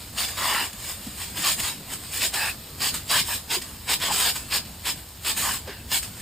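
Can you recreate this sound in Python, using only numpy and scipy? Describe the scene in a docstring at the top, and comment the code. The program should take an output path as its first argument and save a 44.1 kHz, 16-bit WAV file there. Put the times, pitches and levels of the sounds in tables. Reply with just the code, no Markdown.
"""Three dogs snap at the jet of a lawn sprinkler, a few metres away in an open field.
From the start the free jet hisses softly over a low outdoor rumble. A first quick bite breaks it into
a rasping burst of drops; then a muzzle stays in the water, the open mouth rings hollow, and jaws clop.
Bites and drinks keep trading places, with misty spurts between them and wet slaps on the jaws.
Near 6 s paws thud softly on the turf around one last bite."""
import sys
import numpy as np
from scipy import signal
from scipy.fft import rfft, irfft, next_fast_len
from scipy.io import wavfile
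from scipy.ndimage import uniform_filter1d, map_coordinates

SR = 44100
rng = np.random.default_rng(int(sys.argv[2]) if len(sys.argv) > 2 else 0)


def transcribe(signal):
    """Save signal, clipped to [-1, 1], as a 16-bit WAV file at the path in sys.argv[1]."""
    frames = np.atleast_2d(signal).T
    limited = np.clip(frames, -1, 1)
    pcm = np.round(limited * 32767).astype(np.int16)
    wavfile.write(sys.argv[1], SR, pcm)


N = 274081


def amp(db):
    """Decibels to gain."""
    return 10 ** (np.asarray(db) / 20)


def unit(x):
    """Scale to rms 1."""
    return x / np.sqrt(np.mean(x ** 2) + 1e-20)


def eq_gain(points, hz):
    """Gain of an EQ curve whose (f/Hz, level/dB) points are joined on a log axis."""
    f, db = np.transpose(points)
    return amp(np.interp(np.log(hz + 1), np.log(f + 1), db))


def fader(points):
    """A fader ride through (t/s, level/dB) points, in dB for every sample."""
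    return np.interp(np.arange(N) / SR, *np.transpose(points))


def wobble(rate):
    """A smooth random modulator, rate knots a second."""
    return map_coordinates(rng.standard_normal(int(N * rate / SR) + 4), [np.arange(N) * rate / SR])


def filtered(x, response):
    """Filter x by a response given as a function of frequency."""
    size = next_fast_len(N + SR // 2)
    return irfft(rfft(x, size) * response(np.fft.rfftfreq(size, 1 / SR)), size)[..., :N]


def add(track, s, sound):
    """Mix a sound into a track from time s on."""
    room = track[..., round(s * SR):][..., :sound.shape[-1]]
    room += sound[..., :room.shape[-1]]


# Bottom of the outdoor bed: f/Hz, level/dB
RUMBLE_EQ = [(18, -36), (30, -15), (42, -7.5), (58, 1), (95, -1), (130, -9), (200, -21), (400, -42)]
# Upper bass of the bed: f/Hz, level/dB
MURMUR_EQ = [(70, -11), (130, 0), (170, 0), (240, -2), (320, -7.5), (480, -17.5), (1000, -24.5),
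             (3000, -55)]
# Fader ride on that upper bass: t/s, level/dB
MURMUR_RIDE = [(0, -49), (.7, -51), (1.45, -47.5), (2.55, -50), (2.87, -44.3), (3.3, -48.5), (3.85, -46.5),
               (4.75, -48.5), (5.12, -52.5), (5.4, -45), (6.21, -51)]

def rumble():
    """The open air rumbles in soft, uneven swells, dead centre."""
    def noise(eq):
        return unit(filtered(rng.standard_normal(N), lambda hz: eq_gain(eq, hz)))
    deep = amp(-45.9 + 1.1 * wobble(9)) * noise(RUMBLE_EQ)
    murmur = amp(fader(MURMUR_RIDE) + 2.3 * wobble(16)) * noise(MURMUR_EQ)
    return deep + murmur


def knocks(cues, t60, attack_s, rough):
    """Short, dull rings whose pitch is blurred by what sloshes or gives way."""
    out, t = np.zeros(N), np.arange(SR // 5) / SR
    for s, db, hz in cues:
        drift = rough * np.cumsum(rng.standard_normal(len(t))) / np.sqrt(SR)
        envelope = amp(db + 4.5 - 60 * t / t60) * (1 - np.exp(-t / attack_s))
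        add(out, s, envelope * np.sin(2 * np.pi * hz * t + drift))
    return out


# Footfalls: t/s, relative level/dB, f/Hz
PAW_CUES = [(.400, -41, 72), (3.27, -40, 62), (5.858, -30.5, 70), (6.065, -36.5, 110)]

def paw_thuds():
    """Paws land softly on turf that gives way."""
    return knocks(PAW_CUES, t60=.15, attack_s=.008, rough=4.4)


# Stereo width of the water: f/Hz, side level against mid/dB
SPRAY_WIDTH = [(200, -38), (450, -9.5), (1200, -15.5), (2400, -56), (3200, -29), (4000, -15.5), (7000, -12),
               (11000, -12.5), (13500, -5.5)]

def spray(eq, rate, share, patchy_db):
    """Single drops (rate a second, share of the power) over a wash, coloured by a shifting surface."""
    drops = (rng.random((2, N)) < rate / SR) * rng.standard_normal((2, N))
    impacts = np.sqrt(share) * unit(drops) + np.sqrt(1 - share) * rng.standard_normal((2, N))
    frames = signal.stft(impacts, nperseg=1024)[2]
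    patches = uniform_filter1d(rng.standard_normal(frames.shape[1:]), size=3, axis=0)  # across pitch
    patches = unit(uniform_filter1d(patches, size=7, axis=1))  # across time
    pair = signal.istft(frames * amp(patchy_db * patches), nperseg=1024)[1][:, :N]
    mid = filtered(pair[0], lambda hz: eq_gain(eq, hz))
    side = filtered(pair[1], lambda hz: eq_gain(eq, hz) * eq_gain(SPRAY_WIDTH, hz))
    return np.array([mid + side, mid - side]) / np.std(mid)


# Tone of the free jet: f/Hz, level/dB
JET_EQ = [(200, -4.5), (500, 2.5), (1000, 0), (2000, -4.5), (4500, 1), (6500, -3.5), (8500, -1.5),
          (10500, -6.5), (12500, 0.5), (15400, -6.5)]
# Fader ride on the free jet: t/s, level/dB
JET_RIDE = [(0, -44.5), (1.7, -44.5), (2.7, -42.5), (3.4, -44.5), (4.7, -44.3), (5.15, -45.7), (6.21, -45)]

def free_jet():
    """The unbroken jet hisses at the nozzle and rains down on the sand."""
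    gain = amp(fader(JET_RIDE) + .55 * wobble(3.86))
    return gain * spray(JET_EQ, rate=500, share=.19, patchy_db=1.2)


# Jaws shutting: t/s, relative level/dB, f/Hz
CLOP_CUES = [(0.734, -34.5, 214), (1.066, -25, 200), (1.103, -44, 161), (1.385, -32, 288),
             (3.204, -32, 190), (3.566, -27, 360), (3.999, -36, 167), (4.654, -37, 152),
             (5.674, -30.5, 495), (5.691, -30, 394)]

def jaw_clops():
    """A closing mouth gives a hollow clop."""
    return knocks(CLOP_CUES, t60=.072, attack_s=.0044, rough=13)


# Wet hits: t/s, level/dB, 60 dB decay/s
SLAP_CUES = [(.170, -36, .12), (.729, -31.5, .06), (.762, -38, .05), (1.068, -39, .06), (1.600, -21, 0.038),
             (1.936, -29.5, .05), (2.338, -25, .08), (2.803, -27.5, 0.12), (2.94, -28.5, 0.21),
             (3.172, -20, 0.034), (3.201, -22, 0.05), (3.250, -32, 0.071), (3.501, -23, .06),
             (3.616, -30, 0.08), (4.0, -26, .04), (4.356, -30, 0.14), (4.65, -39.5, .13),
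             (4.853, -25.5, 0.11), (5.247, -24.5, 0.073), (5.674, -35, 0.07), (5.915, -22, .08),
             (6.028, -28, 0.092)]

def water_slaps(attack_s=.0013):
    """A slug of water bursts on a jaw and patters away."""
    envelope, t = np.zeros(N), np.arange(SR // 4) / SR
    for s, db, t60 in SLAP_CUES:
        add(envelope, s, amp(db - 60 * t / t60) * (1 - np.exp(-t / attack_s)))
    wet_eq = [(150, -21), (400, -5.5), (1000, -3.5), (3000, 2.5), (8500, .5), (15000, -6.5)]
    return envelope * spray(wet_eq, rate=1500, share=.5, patchy_db=2.5)


# Open mouths: start t/s, end t/s, low f/Hz, middle f/Hz, top f/Hz, relative level/dB, upper two trim/dB
GAPE_CUES = [(.355, .68, 1110, 1900, 2900, -29.3, -3), (1.425, 1.53, 1200, 1800, 2900, -31, -9),
             (2.325, 2.535, 930, 1770, 2630, -37, 6.3), (3.1, 3.215, 1170, 1690, 3180, -28.5, .5),
             (3.275, 3.36, 1030, 1750, 2570, -37, -1), (4.078, 4.135, 960, 1700, 2800, -26, -13),
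             (4.16, 4.33, 1050, 1630, 3000, -40, 4), (5.415, 5.545, 1170, 1800, 3200, -30.3, -8),
             (5.668, 5.85, 880, 1720, 2780, -57, 5.5)]
# Resonances, entering low to top: start/share of gape, end/share of gape, pitch sag/share, trim/dB
FORMANTS = [(0, .82, .14, 0), (.06, .97, .05, -1), (.25, .99, .04, 0)]

def open_mouths(half_width_hz=138, trim_db=-1.5, gargle=.018, side_db=-19.5):
    """Water drums inside an open mouth, whose resonances glide with the jaw and waver as it fills."""
    out = np.zeros((2, N))
    pole = np.exp(-2 * np.pi * half_width_hz / SR)
    slosh = 1 + gargle * wobble(45)
    for opens, closes, *pitches, db, upper_db in GAPE_CUES:
        for hz, extra_db, (first, last, sag, formant_db) in zip(pitches, (0, upper_db, upper_db), FORMANTS):
            start = opens + first * (closes - opens)
            n = max(round((last - first) * (closes - opens) * SR), SR // 100)
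            glide_hz = np.linspace(hz, hz * (1 - sag), n) * slosh[round(start * SR):][:n]
            carrier = np.exp(2j * np.pi * np.cumsum(glide_hz) / SR)
            # a gliding band-pass: shift the noise down, low-pass it, shift it back
            drive = rng.standard_normal((2, n)) / carrier
            ring = np.real(signal.lfilter([1], np.poly([pole, pole]), drive) * carrier)
            envelope = amp(db + extra_db + formant_db + trim_db) * signal.windows.tukey(n, .5)
            add(out, start, envelope * ring / ring.std(axis=1, keepdims=True))
    mid, side = out[0], amp(side_db) * out[1]
    return np.array([mid + side, mid - side])


def burst(s, hold, rise, fall, swell_db=0):
    """Start time and power envelope of one burst of spray; rise and fall are seconds per 20 dB."""
    hold, start = max(hold, 1 / SR), max(s - 2 * rise, 0)
    t = np.arange(start - s, hold + 2 * fall, 1 / SR)
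    edges = np.maximum(-t, 0) / rise + np.maximum(t - hold, 0) / fall
    tilt_db = swell_db * (np.clip(t / hold, 0, 1) - .5)
    return start, amp(tilt_db - 20 * edges) ** 2


# Misty swells, spurts and trailing patter: peak t/s, rise/s, fall/s, level/dB
SPURT_CUES = [(.015, .136, .26, -48), (.286, .035, .138, -36.5), (.906, .24, .114, -37.3),
              (1.047, .151, .342, -44.5), (1.224, .144, .238, -38.4), (1.601, .044, .057, -31),
              (1.935, .088, .059, -36), (2.052, .231, .366, -45), (2.946, .034, .098, -33.5),
              (3.622, .021, .084, -42), (3.659, .058, .403, -48), (4.363, .03, .06, -33.8),
              (4.413, .107, .55, -46.5), (4.982, .06, .088, -47), (6.03, .024, .09, -37.5),
              (6.198, .143, .139, -46)]

def spurts(body_db=-3.7, mist_db=3.2):
    """Misty spray swells and trails off between and after bites: power of body, splash and mist."""
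    power = np.zeros((3, N))
    for s, rise, fall, db in SPURT_CUES:
        start, shape = burst(s, 0, rise, fall)
        add(power, start, amp([[db + body_db], [db], [db + mist_db]]) ** 2 * shape)
    return power


# Held touches: t/s, hold/s, fall/s, level/dB, swell over the hold/dB, body trim/dB, mist trim/dB
DRINK_CUES = [(.379, .103, .113, -31.3, 5.5, -1.7, -.3), (.505, .151, .05, -31.7, -3, 0, .3),
              (1.373, .056, .058, -34.5, 0, -3.5, 2), (1.64, .049, .107, -31.5, -1.5, -5.3, .5),
              (2.129, .05, .068, -35, 3.5, -5.3, 3.5), (2.345, .148, .062, -32.7, -2, -.5, 1.8),
              (3.275, .076, .071, -33.2, 2, -7, 2.7), (4.026, .046, .075, -27.3, 0, -2.5, -1.5),
              (4.122, .18, .048, -26.8, 2, -6.2, 1), (5.379, .169, .088, -31.3, -5, -3.7, 2.6),
              (5.688, .007, .1, -40, 0, 2.5, -17)]

def drinks(rise_s=.035):
    """A muzzle stays in the jet: power of body, splash and mist."""
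    power = np.zeros((3, N))
    for s, hold, fall, db, swell_db, body_db, mist_db in DRINK_CUES:
        start, shape = burst(s, hold, rise_s, fall, swell_db)
        add(power, start, amp([[db + body_db], [db], [db + mist_db]]) ** 2 * shape)
    return power


# Quick snaps: t/s, hold/s, level/dB, body trim/dB, mist trim/dB
BITE_CUES = [(.184, .065, -27.5, 0, .5), (1.446, .078, -25.3, -2.5, 1.8), (2.217, .05, -26.5, -.5, 1.5),
             (2.82, .067, -26.2, -.5, 0), (3.107, .096, -23, -1.5, -1.3), (3.515, .044, -26, -1, -1.5),
             (3.893, .047, -24, .9, -1.6), (4.526, .045, -24.8, -.5, -1.5), (4.867, .037, -27, 0, -1.2),
             (5.262, .051, -28.6, 1.3, 2), (5.923, .052, -27, -1.8, 3.2)]
# Envelope of each layer of a bite: trim/dB, late start/s, early end/s, rise/s, fall/s
BODY_SHAPE = (-5.5, .002, .012, .032, .053)
SPLASH_SHAPE = (0, 0, 0, .028, .044)
MIST_SHAPE = (-.7, .009, 0, .043, .048)

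def bites():
    """Jaws cut through the jet, drumming first and ending in mist: power of body, splash and mist."""
    power = np.zeros((3, N))
    for s, hold, db, body_db, mist_db in BITE_CUES:
        layers = zip(power, (body_db, 0, mist_db), (BODY_SHAPE, SPLASH_SHAPE, MIST_SHAPE))
        for layer, trim_db, (layer_db, late, early, rise, fall) in layers:
            start, shape = burst(s + late, hold - late - early, rise, fall)
            add(layer, start, amp(db + layer_db + trim_db) ** 2 * shape)
    return power


# Floor of stray drops that always land on the dogs: body level/dB, splash level/dB, mist level/dB
DRIZZLE = (-59, -59, -54)
# Tone of the heavy, small and finest drops: f/Hz, level/dB
BODY_EQ = [(60, -59), (200, -8.5), (380, -6), (520, -7), (720, -1.5), (1050, 0.5), (1350, -3), (1750, 2),
           (2200, -4), (3000, -4.5), (6000, -60)]
SPLASH_EQ = [(600, -63), (1500, -20), (2300, -3), (3200, 0), (4200, -2.5), (5000, 0), (5600, -4.5),
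             (6800, -12.5), (10000, -41)]
MIST_EQ = [(3000, -40), (5200, -16), (6500, -4.5), (7800, 1), (9200, -1.5), (10400, -5), (11500, -6.5),
           (12400, -4.5), (14000, -7), (15400, -7)]

def broken_jet():
    """Heavy drops drum on fur, smaller ones splash, and the finest fizz away as mist."""
    power = amp(DRIZZLE)[:, None] ** 2 + spurts() + drinks() + bites()
    body, splash, mist = np.sqrt(power)
    slugs = wobble(170)  # the jet arrives in uneven slugs of water: the rasp
    body *= amp(-.07 + .64 * slugs)
    splash *= amp(-.08 + .27 * slugs)
    mist *= amp(1.15 + .5 * slugs)
    water = (body * spray(BODY_EQ, rate=700, share=.36, patchy_db=3)
             + splash * spray(SPLASH_EQ, rate=1100, share=.23, patchy_db=3)
             + mist * spray(MIST_EQ, rate=2100, share=.2, patchy_db=3.16))
    return amp(.6 * wobble(35)) * water  # the heads never keep still


def scene():
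    """The dry mix: everything lies straight ahead, with no walls to answer."""
    water = free_jet() + broken_jet() + water_slaps()
    return water + open_mouths() + jaw_clops() + paw_thuds() + rumble()


# Send to the stereo widener: f/Hz, level/dB
WIDENER_EQ = [(300, -44), (2600, -18), (4000, -6), (7000, -6.5), (8700, -4.5), (11500, -3), (13000, -3)]
# Narrow treble cuts: f/Hz, half width/Hz, depth/dB
NOTCHES = [(5960, 244, 38.5), (10480, 370, 22), (11500, 218, 28)]

def record(dry):
    """Master bus: delayed treble goes left and right in opposite polarity, then notches and a high cut."""
    def widener(hz):
        delay_s = np.where(hz < 12000, .0202, .00145)
        return eq_gain(WIDENER_EQ, hz) * np.exp(-2j * np.pi * hz * delay_s)

    def master_eq(hz, high_cut_hz=15550):
        cut_db = sum(depth * np.exp(-((hz - centre) / width) ** 4) for centre, width, depth in NOTCHES)
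        return amp(-cut_db) * (hz < high_cut_hz)

    side = filtered(dry.mean(axis=0), widener)
    return filtered(dry + np.array([side, -side]), master_eq)


dry = scene()
out = record(dry)
transcribe(out)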